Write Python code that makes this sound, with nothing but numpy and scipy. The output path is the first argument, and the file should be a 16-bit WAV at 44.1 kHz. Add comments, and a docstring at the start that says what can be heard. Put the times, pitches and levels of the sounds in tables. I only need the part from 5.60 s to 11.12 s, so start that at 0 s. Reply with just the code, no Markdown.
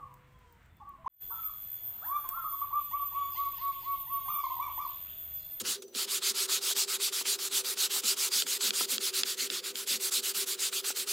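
"""Scrubbing brush on cut plywood

A small stiff brush is scrubbed to and fro over cut plywood on a machine table, heard from close by.
Bristle rasp is shaped noise and flicks that follow the speed of each stroke; catches and grazes are noise bursts.
Hard bright ticks, board knocks, table bumps and hollow taps are sums of dying modes.
Behind them lie a faint room tail, a fan drone of resonant noise, a steady-pitched whine and a brief whistle."""
import sys
import numpy as np
from scipy import signal
from scipy.io import wavfile
from scipy.ndimage import uniform_filter1d

SR = 44100
rng = np.random.default_rng(int(sys.argv[2]) if len(sys.argv) > 2 else 0)


def invert_db(level):
    """Linear amplitude ratio for a level in decibels (20 dB per decade), elementwise."""
    return 10 ** (np.asarray(level, dtype=float) / 20)


def digitize_waveform(pressure):
    """Quantize a signal to 16-bit integers and store it at the path in sys.argv[1].

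    Rows of a 2-D input are taken as channels; values are limited to [-1, 1].
    """
    field = np.atleast_2d(pressure).T
    bounded = np.clip(field, -1, 1)
    quanta = np.round(bounded * 32767).astype(np.int16)
    wavfile.write(sys.argv[1], SR, quanta)


N = 243431


def evened(x):
    """Scales to rms 1."""
    return x / np.sqrt(np.mean(x ** 2) + 1e-20)


def wobble(count, smooth):
    """Slow random curve of rms 1: white noise averaged over smooth points."""
    return evened(uniform_filter1d(rng.standard_normal(count), smooth))


def read(points, hz):
    """Reads a table on a log-frequency axis, as a column."""
    f, value = np.transpose(points)
    return np.interp(np.log(hz + 1), np.log(f + 1), value)[:, None]


def add(mix, s, sound):
    """Mixes a sound in at time s."""
    part = mix[round(s * SR):][:len(sound)]
    part += sound[:len(part)]


def pair(z, other, hz):
    """Two microphone ports: partly alike spectra, with a balance and a phase lead."""
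    # Each row: frequency in Hz, left-right likeness.
    likeness = [(60, 0.92), (180, .995), (550, 0.98), (1200, 0.99), (2200, 1), (6800, 1), (8200, .95),
                (11000, 0.82), (15000, 1)]
    # Each row: frequency in Hz, left minus right in dB.
    balance_db = [(60, -0.5), (1000, -0.5), (2500, -1.1), (6800, 0.5), (8500, -1.5), (15000, -3.5)]
    # Each row: frequency in Hz, lead of the left port in radians.
    lead_rad = [(60, 0.023), (6800, 0.026), (9000, -0.41), (11600, -0.096), (16000, 0.01)]
    same = np.clip(read(likeness, hz), -1, 1)
    turn = invert_db(read(balance_db, hz) / 2) * np.exp(.5j * read(lead_rad, hz))
    near, far = np.sqrt((1 + same) / 2), np.sqrt((1 - same) / 2)
    left = (near * z + far * other) * turn
    right = (near * z - far * other) / turn
    return np.array([left, right])


def ring(modes, rise_s, detune, pitch=1):
    """One blow: dying modes of alternate sign, each a little off from blow to blow, peak 1."""
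    t = np.arange(SR // 4) / SR
    sign = (-1) ** np.arange(len(modes))
    factors = pitch * (1 + detune * rng.standard_normal(len(modes))) * sign
    x = np.zeros(len(t))
    for (hz, db, t60_s), factor in zip(modes, factors):
        x += invert_db(db - 60 * t / t60_s) * np.sin(2 * np.pi * hz * factor * t)
    x = x * (1 - np.exp(-t / rise_s))
    return x / abs(x).max()


def bristle_noise(flicks_per_s=3000, flick_db=2.5, flick_share=0.3):
    """Two raw noises: bristle tips slip (white noise) and flick over the grain (random clicks)."""
    flicks = (rng.random((2, N)) < flicks_per_s / SR) * invert_db(flick_db * np.minimum(rng.exponential(1, (2, N)), 4))
    flicks *= rng.choice([-1., 1.], (2, N))
    slips = rng.standard_normal((2, N))
    return evened(slips) + flick_share * evened(flicks)


def brush(patchy_db=1.97, flicker_db=0.29, width_wander_db=3.0):
    """Bristle tips rasp over the grain; hand speed sets level and brightness, catches add bursts."""
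    # Strokes to and fro. Each row: catch of the bristles in seconds, crest level in dB before shading,
    # lateness of the crest, roundness of the speed arch, catch peak in dB before its tilt.
    strokes = [(-.005, -36, 1.2, 0.63, -43), (0.0494, -31, 0.97, 1.5, -20), (0.35, -32.5, 1.28, 0.6, -35),
               (0.478, -30.5, 1.4, 0.75, -27), (0.621, -27, 1.26, 0.96, -22),
               (0.7466, -30, 1.22, 0.64, -33), (0.8884, -28.5, 1.04, 0.75, -17),
               (1.0137, -29, 1.6, .52, -27), (1.1627, -27, 0.89, 1.12, -19), (1.278, -31, 1.37, .65, -25),
               (1.4, -29, 1.17, 1.15, -19), (1.5245, -31, 1.27, 0.49, -21), (1.653, -28, 1.08, 1.07, -14.5),
               (1.7884, -33.5, 1.46, 0.53, -20), (1.9126, -27.5, 1.25, 1.14, -24),
               (2.0453, -32.5, 1.03, 0.59, -21), (2.172, -27.5, 1.15, 1.07, -18),
               (2.303, -30.5, 1.2, 0.51, -22), (2.434, -26, 1.2, 1.05, -21), (2.569, -29, 1.4, 0.48, -27),
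               (2.716, -27, 0.98, 1.07, -21), (2.8654, -30.5, 1.23, 0.56, -16.5),
               (3.007, -27, 1.13, 1.24, -16), (3.135, -29.5, 1.24, .46, -19), (3.287, -29, 1.1, 1.33, -29),
               (3.4056, -30.5, 1.22, 1, -28), (3.538, -29, 1, 0.97, -31), (3.655, -32.5, 0.99, 0.93, -32),
               (3.7787, -31.5, 0.97, 0.74, -31), (3.903, -33, 1.08, 0.8, -35),
               (4.0394, -35, 0.93, 1.4, -39), (4.153, -38, .91, 0.89, -38), (4.2737, -28, .92, 0.67, -23),
               (4.399, -31.5, 1.5, 0.67, -26), (4.52, -28.5, 0.81, 0.72, -26), (4.63, -32, 1.1, 0.76, -29),
               (4.746, -31, 1, 0.61, -21), (4.8717, -32.5, 0.8, 0.92, -38), (4.9881, -31, 1.07, 1.02, -23),
               (5.126, -33.5, 0.89, 0.72, -16), (5.243, -31.5, 1.12, 1.24, -18.5),
               (5.3596, -32.5, 0.9, 1.13, -38), (5.4733, -29.5, 1.05, 0.65, -27)]
    # Bristles brush the board while the hand pauses. 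Each row: start in seconds, peak in dB before its tilt.
    grazes = [(.221, -24), (.2804, -41)]
    # A catch is duller than the stroke. Each row: frequency in Hz, gain in dB.
    catch_tilt = [(1000, 12.5), (4000, 0.5), (12000, -22.5)]
    # Loose tips are brighter than a catch. Each row: frequency in Hz, gain in dB.
    graze_tilt = [(1000, 5), (4000, -1), (8000, 4), (15000, 0)]
    # Rasp colour. Each row: frequency in Hz, relative density in dB per Hz.
    rasp = [(350, -41), (620, -29.5), (830, -18), (1000, -17.5), (1380, -9), (1650, -15), (2050, -13.5),
            (3400, -3.5), (4750, -0.5), (5600, -4.5), (7400, -0.5), (9200, -3.5), (12000, -4.5),
            (15000, -9), (16500, -11)]
    # Each row: frequency in Hz, share of the stroke's spread.
    spread_share = [(500, 0.9), (1800, 1), (3500, 0.087), (6000, 0.21), (10000, 0.62), (16000, 0.93)]
    # Each row: frequency in Hz, power of speed in the level.
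    speed_power = [(600, 0.37), (3000, 0.86), (9000, 0.99), (16000, 1.17)]
    # Lean of the brush. Each row: time in seconds,
    # dB moved from the middle of the rasp to its treble and, less, its low end.
    lean = [(0, -3.5), (.8, -3), (1.6, -3), (2.4, -1.8), (3.5, -2.5), (4.0, -6.5), (4.4, -1.7), (4.7, -1),
            (5.1, -3), (5.5, -2)]
    # Each row: frequency in Hz, share of the lean.
    lean_share = [(700, 0.3), (1300, 0.24), (2100, -0.5), (3500, -0.35), (10000, 0.98), (16000, 1.17)]
    # Rasp's low end as the brush moves over the board. Each row: time in seconds, gain in dB.
    low_rasp = [(0, 3), (.6, 2), (1.4, 1.5), (2.2, 0), (3.2, 0), (3.8, -2.5), (4.6, -2), (5.5, -1.5)]
    # Each row: frequency in Hz, share of the low-end gain.
    low_share = [(800, 1), (1700, 0)]
    # from the turn of the hand to the catch: a slow start flips late
    flip_s, flip_s_per_roundness = 0.0036, 0.013
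    # a stroke lasts to the next turn, or the brush is lifted
    longest_s, overlap, last_stroke_s = 0.1575, 0.96, 0.19
    catch_fade_s, crest_db = 0.0084, -15
    hold_s, hold_db = 0.025, -5
    grip, creep_db = 0.11, -21
    # a light stroke has a wider rasp than one pressed hard
    spread_per_db, plain_db = -0.63, -28.5

    hz, t, z = signal.stft(bristle_noise(), SR, nperseg=256, noverlap=192)
    power, free = np.zeros(z.shape[1:]), np.ones(len(t))
    catch_s, _, _, round_, catch_db = np.transpose(strokes)
    turns = catch_s - flip_s - flip_s_per_roundness * round_
    lengths = np.minimum(overlap * np.diff(turns, append=turns[-1] + last_stroke_s), longest_s)

    bursts = [(s, db + read(catch_tilt, hz)) for s, db in zip(catch_s, catch_db)]
    bursts += [(s, db + read(graze_tilt, hz)) for s, db in grazes]
    for s, db in bursts:
        # the rasp is held down just ahead of a burst
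        free[(t < s) & (t > s - hold_s)] = invert_db(hold_db)
        # rms of the burst lies a crest below its peak
        power += (t >= s) * invert_db(db + crest_db) ** 2 * np.exp(-2 * abs(t - s) / catch_fade_s)

    for s, length, (_, db, late, roundness, _) in zip(turns, lengths, strokes):
        spread_db = spread_per_db * (db - plain_db)
        u = np.clip((t - s) / length, 0, 1)
        arch = abs(np.sin(np.pi * u ** late)) ** roundness
        # below a least speed the tips grip and fall silent
        speed = np.maximum(arch - grip, 0) / (1 - grip) * np.where(u < .4, free, 1)
        # the bent bristles still creep around each turn of the hand
        creep = invert_db(creep_db) * np.exp(-((t - s - length / 2) / (0.54 * length)) ** 8)
        level = invert_db(db + spread_db * read(spread_share, hz))
        power += (level * (speed + creep) ** read(speed_power, hz)) ** 2

    grain = rng.standard_normal((len(t), len(hz))).T
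    patches = evened(uniform_filter1d(uniform_filter1d(grain, 4, 0), 25, 1))
    flicker = wobble(len(t), 8)
    shade_db = np.interp(t, *np.transpose(lean)) * read(lean_share, hz)
    shade_db = shade_db + np.interp(t, *np.transpose(low_rasp)) * read(low_share, hz)
    # the rasp's stereo width wanders at random
    wander = invert_db(width_wander_db * wobble(len(t), 30))
    colour = evened(invert_db(read(rasp, hz)))
    field = np.sqrt(power) * colour * invert_db(shade_db + patchy_db * patches + flicker_db * flicker)
    ports = pair(z[0] * field, z[1] * field * wander, hz)
    return signal.istft(ports, SR, nperseg=256, noverlap=192)[1][:, :N]


def fan(swell_db=0.47, air_db=-67, other_share=0.44):
    """Air noise through the resonances of a casing, over a faint wide hiss."""
    # Casing resonances. Each row: frequency in Hz, width in Hz, level in dB rms.
    drone = [(381.1, 16, -55.5), (400.6, 17, -56.5), (487.2, 31.5, -62), (344, 17, -68), (278, 22, -74.5),
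             (98, 9.2, -87), (87, 12, -84), (212, 41, -73)]
    # Hiss colour. Each row: frequency in Hz, relative density in dB per Hz.
    air = [(30, -26), (100, -17), (300, -14), (600, 0), (1000, -16), (1500, -21), (4000, -22), (7000, -21),
           (11000, -26), (16000, -18)]
    hz, t, z = signal.stft(rng.standard_normal((2, N)), SR, nperseg=8192)
    casing = np.zeros(len(hz))
    for centre_hz, width_hz, db in drone:
        peak = 1 / (1 + ((hz - centre_hz) / width_hz) ** 2) ** 1.19
        casing += (invert_db(db) * evened(peak)) ** 2
    hiss = invert_db(air_db) * evened(invert_db(read(air, hz)))
    field = np.sqrt(casing[:, None] + hiss ** 2)
    swell = invert_db(swell_db * wobble(len(t), 3))
    ports = pair(z[0] * field * swell, other_share * z[1] * field, hz)
    return signal.istft(ports, SR, nperseg=8192)[1][:, :N]


def tones():
    """A high sine whine, steady in pitch, and a whistle, wavering in pitch and level, that shows in the pause."""
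    # Each row: time in seconds, whine level in dB rms.
    whine_db = [(0, -66), (.3, -69), (.6, -66), (2, -64), (3.5, -60), (4.2, -68), (5.6, -60)]
    whine_hz = 15321
    whistle_hz, whistle_db, octave_db = 6000, -64.5, -8
    from_s, to_s, fade_s = .14, .36, 0.018
    waver, flutter_db = 0.0029, 2  # rms: share of the pitch, dB
    t = np.arange(N) / SR
    whine = invert_db(np.interp(t, *np.transpose(whine_db))) * np.sin(2 * np.pi * whine_hz * t)
    phase = 2 * np.pi * np.cumsum(whistle_hz * (1 + waver * wobble(N, 400))) / SR
    edges = np.clip(np.minimum(t - from_s, to_s - t) / fade_s, 0, 1)
    level = edges * invert_db(whistle_db + flutter_db * wobble(N, 500))
    whistle = level * (np.sin(phase) + invert_db(octave_db) * np.sin(2 * phase))
    return np.sqrt(2) * (whine + whistle)  # from rms to peak


def room(x, t60_s=0.81, first_s=0.0038):
    """A short diffuse tail of dying noise, different at each port, duller than the source."""
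    t = np.arange(SR // 3) / SR
    tail = rng.standard_normal((2, len(t))) * invert_db(-60 * t / t60_s) * (t > first_s)
    tail = signal.lfilter([1], [1, -.6], tail)
    return signal.fftconvolve(x[None], tail / np.linalg.norm(tail[0]), axes=1)[:, :N]


def blows(tick_side_db=-5, knock_side_db=-18, bump_side_db=-22, frame_side_db=-15.5):
    """Ticks, knocks and bumps set modes ringing; each port hears a slightly different ring."""
    # Hard bright ticks. Each row: start in seconds, peak in dB, pitch factor.
    ticks = [(0.3493, -25.5, 0.89), (2.8221, -15, 0.86), (3.1064, -12.5, 0.86), (3.3809, -15, 0.9),
             (3.6337, -11, 0.91), (3.6414, -36, 0.6), (3.9011, -17.5, 0.9), (4.156, -22, 0.88)]
    # Brush head on cut edges. Each row: start in seconds, peak in dB.
    knocks = [(0.914, -36.5), (1.11, -34), (1.611, -36), (2.362, -32.5), (2.379, -37), (3.134, -41),
              (3.208, -26), (4.753, -47), (5.126, -46), (5.302, -32)]
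    # The hand pushes the table, the arm's weight shakes its frame.
    # Each row: start in seconds, table peak in dB, frame peak in dB.
    bumps = [(.009, -42.5, -54), (0.08, -44, -61), (0.349, -41.5, -72), (0.697, -49, -88), (1.16, -51, -67),
             (1.916, -52, -78), (2.353, -52, -69), (2.434, -43, -80), (2.745, -49, -75), (2.839, -48, -80),
             (3.034, -44, -70), (3.073, -44, -84), (3.211, -45, -80), (3.318, -44, -70), (3.364, -47, -80),
             (3.589, -46.5, -78), (3.639, -49.5, -80), (3.817, -47, -83), (3.903, -45, -78),
             (4.099, -49.5, -78), (4.141, -51, -73), (4.303, -46, -61), (4.335, -44, -80),
             (4.579, -49, -67), (4.751, -51, -72)]
    # Modes of tick, board, table and frame.
    # Each row: frequency in Hz before pitch and detuning, relative level in dB, t60 in seconds.
    tick_modes = [(1480, -15, 0.015), (1930, -4, 0.0046), (2980, -9, 0.016), (3640, 1.5, 0.011),
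                  (4390, -0.5, 0.0076), (5200, 2, 0.007), (7500, -1, 0.0038), (8300, -8, 0.0048),
                  (10750, -6, .003)]
    board_modes = [(290, -14.5, 0.029), (456, -3, 0.013), (640, -3, 0.0097), (767, 0.5, 0.013),
                   (993, -8, 0.024), (1345, 0, 0.021), (2000, -9, .01)]
    table_modes = [(196, -8, 0.15), (224.3, -6, 0.21), (254, 1, 0.075), (296, -2.5, 0.1), (497.4, 1, 0.075)]
    frame_modes = [(82.5, 5, 0.47), (101, 19, 0.17), (136, -2, 0.11)]
    nudges_per_s, nudge_db, nudge_scatter_db = 25, -70, 5
    mid, side = np.zeros((2, N))
    for s, db, pitch in ticks:
        add(mid, s, invert_db(db) * ring(tick_modes, 0.00017, 0.037, pitch))
        add(side, s + 0.00018, invert_db(db + tick_side_db) * ring(tick_modes, 0.00011, 0.11, pitch))
    for s, db in knocks:
        add(mid, s, invert_db(db) * ring(board_modes, 0.0032, 0.069))
        add(side, s, invert_db(db + knock_side_db) * ring(board_modes, 0.00055, .08))
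    for s, db, frame_db in bumps:
        add(mid, s, invert_db(db) * ring(table_modes, 0.0085, 0.061))
        add(mid, s, invert_db(frame_db) * ring(frame_modes, 0.014, 0.045))
        add(side, s, invert_db(frame_db + frame_side_db) * ring(frame_modes, 0.014, 0.06))
        add(side, s, invert_db(db + bump_side_db) * ring(table_modes, 0.0036, 0.055))
    # small pushes in between, at random times
    nudge_amps = invert_db(nudge_db + nudge_scatter_db * rng.standard_normal(N))
    nudges = (rng.random(N) < nudges_per_s / SR) * nudge_amps
    mid += signal.fftconvolve(nudges, ring(table_modes, 0.016, 0.043))[:N]
    side += invert_db(bump_side_db) * signal.fftconvolve(nudges, ring(table_modes, 0.0034, 0.13))[:N]
    return np.array([mid + side, mid - side])


def taps(mid_share=.3, echo_s=.011, echo_db=-7, lag_cycles=1.2):
    """Hollow taps that fall in pitch: each mode swells over its own cycles, so the low ones come late."""
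    # About once in two strokes. Each row: start in seconds, peak in dB before echo and port balance.
    tap_times = [(.094, -43), (0.3508, -47), (0.5706, -42), (.7975, -50), (1.0304, -40.5), (1.2855, -46),
                 (1.61, -56), (1.824, -48), (2.0828, -43), (2.33, -48), (2.579, -43), (2.8225, -39.5),
                 (3.1065, -38.5), (3.3804, -41.5), (3.6337, -41), (3.9006, -44), (4.156, -49), (4.305, -54),
                 (4.541, -61)]
    # Each row: frequency in Hz before detuning, relative level in dB, t60 in seconds.
    hollow_modes = [(190, -15, .08), (300, -7, .05), (450, 0, .05), (650, -5, .025), (1000, -1, .014),
                    (1500, 1, .01)]
    t, out = np.arange(SR // 8) / SR, np.zeros(N)
    for s, db in tap_times:
        tap = np.zeros(len(t))
        for hz, mode_db, t60_s in hollow_modes:
            swell = 1 - np.exp(-(t * hz / lag_cycles) ** 2)
            tone = np.sin(2 * np.pi * hz * rng.uniform(.9, 1.1) * t)
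            tap += invert_db(mode_db - 60 * t / t60_s) * swell * tone
        tap = invert_db(db) * tap / abs(tap).max()
        add(out, s, tap)
        add(out, s + echo_s, invert_db(echo_db) * tap)
    # wide: the ports move mostly against each other
    return np.array([(mid_share - 1) * out, (mid_share + 1) * out])


def scene():
    """Near work, its room tail and the workshop background."""
    work = brush() + blows() + taps()
    return work + invert_db(-30.5) * room(work.mean(0)) + fan() + tones()


def top_cut(x):
    """Nothing passes above the cut-off."""
    return signal.sosfilt(signal.butter(12, 16530, fs=SR, output="sos"), x)


def record(dry):
    """The microphone's bass cut (90 Hz) and band edge (15.85 kHz)."""
    bass_cut = signal.butter(2, 90, "high", fs=SR, output="sos")
    band_edge = signal.firwin(numtaps=511, cutoff=15850, window=("kaiser", 9), fs=SR)
    mix = signal.oaconvolve(signal.sosfilt(bass_cut, dry), band_edge[None], "same")
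    return top_cut(mix)


dry = scene()
out = record(dry)
digitize_waveform(out)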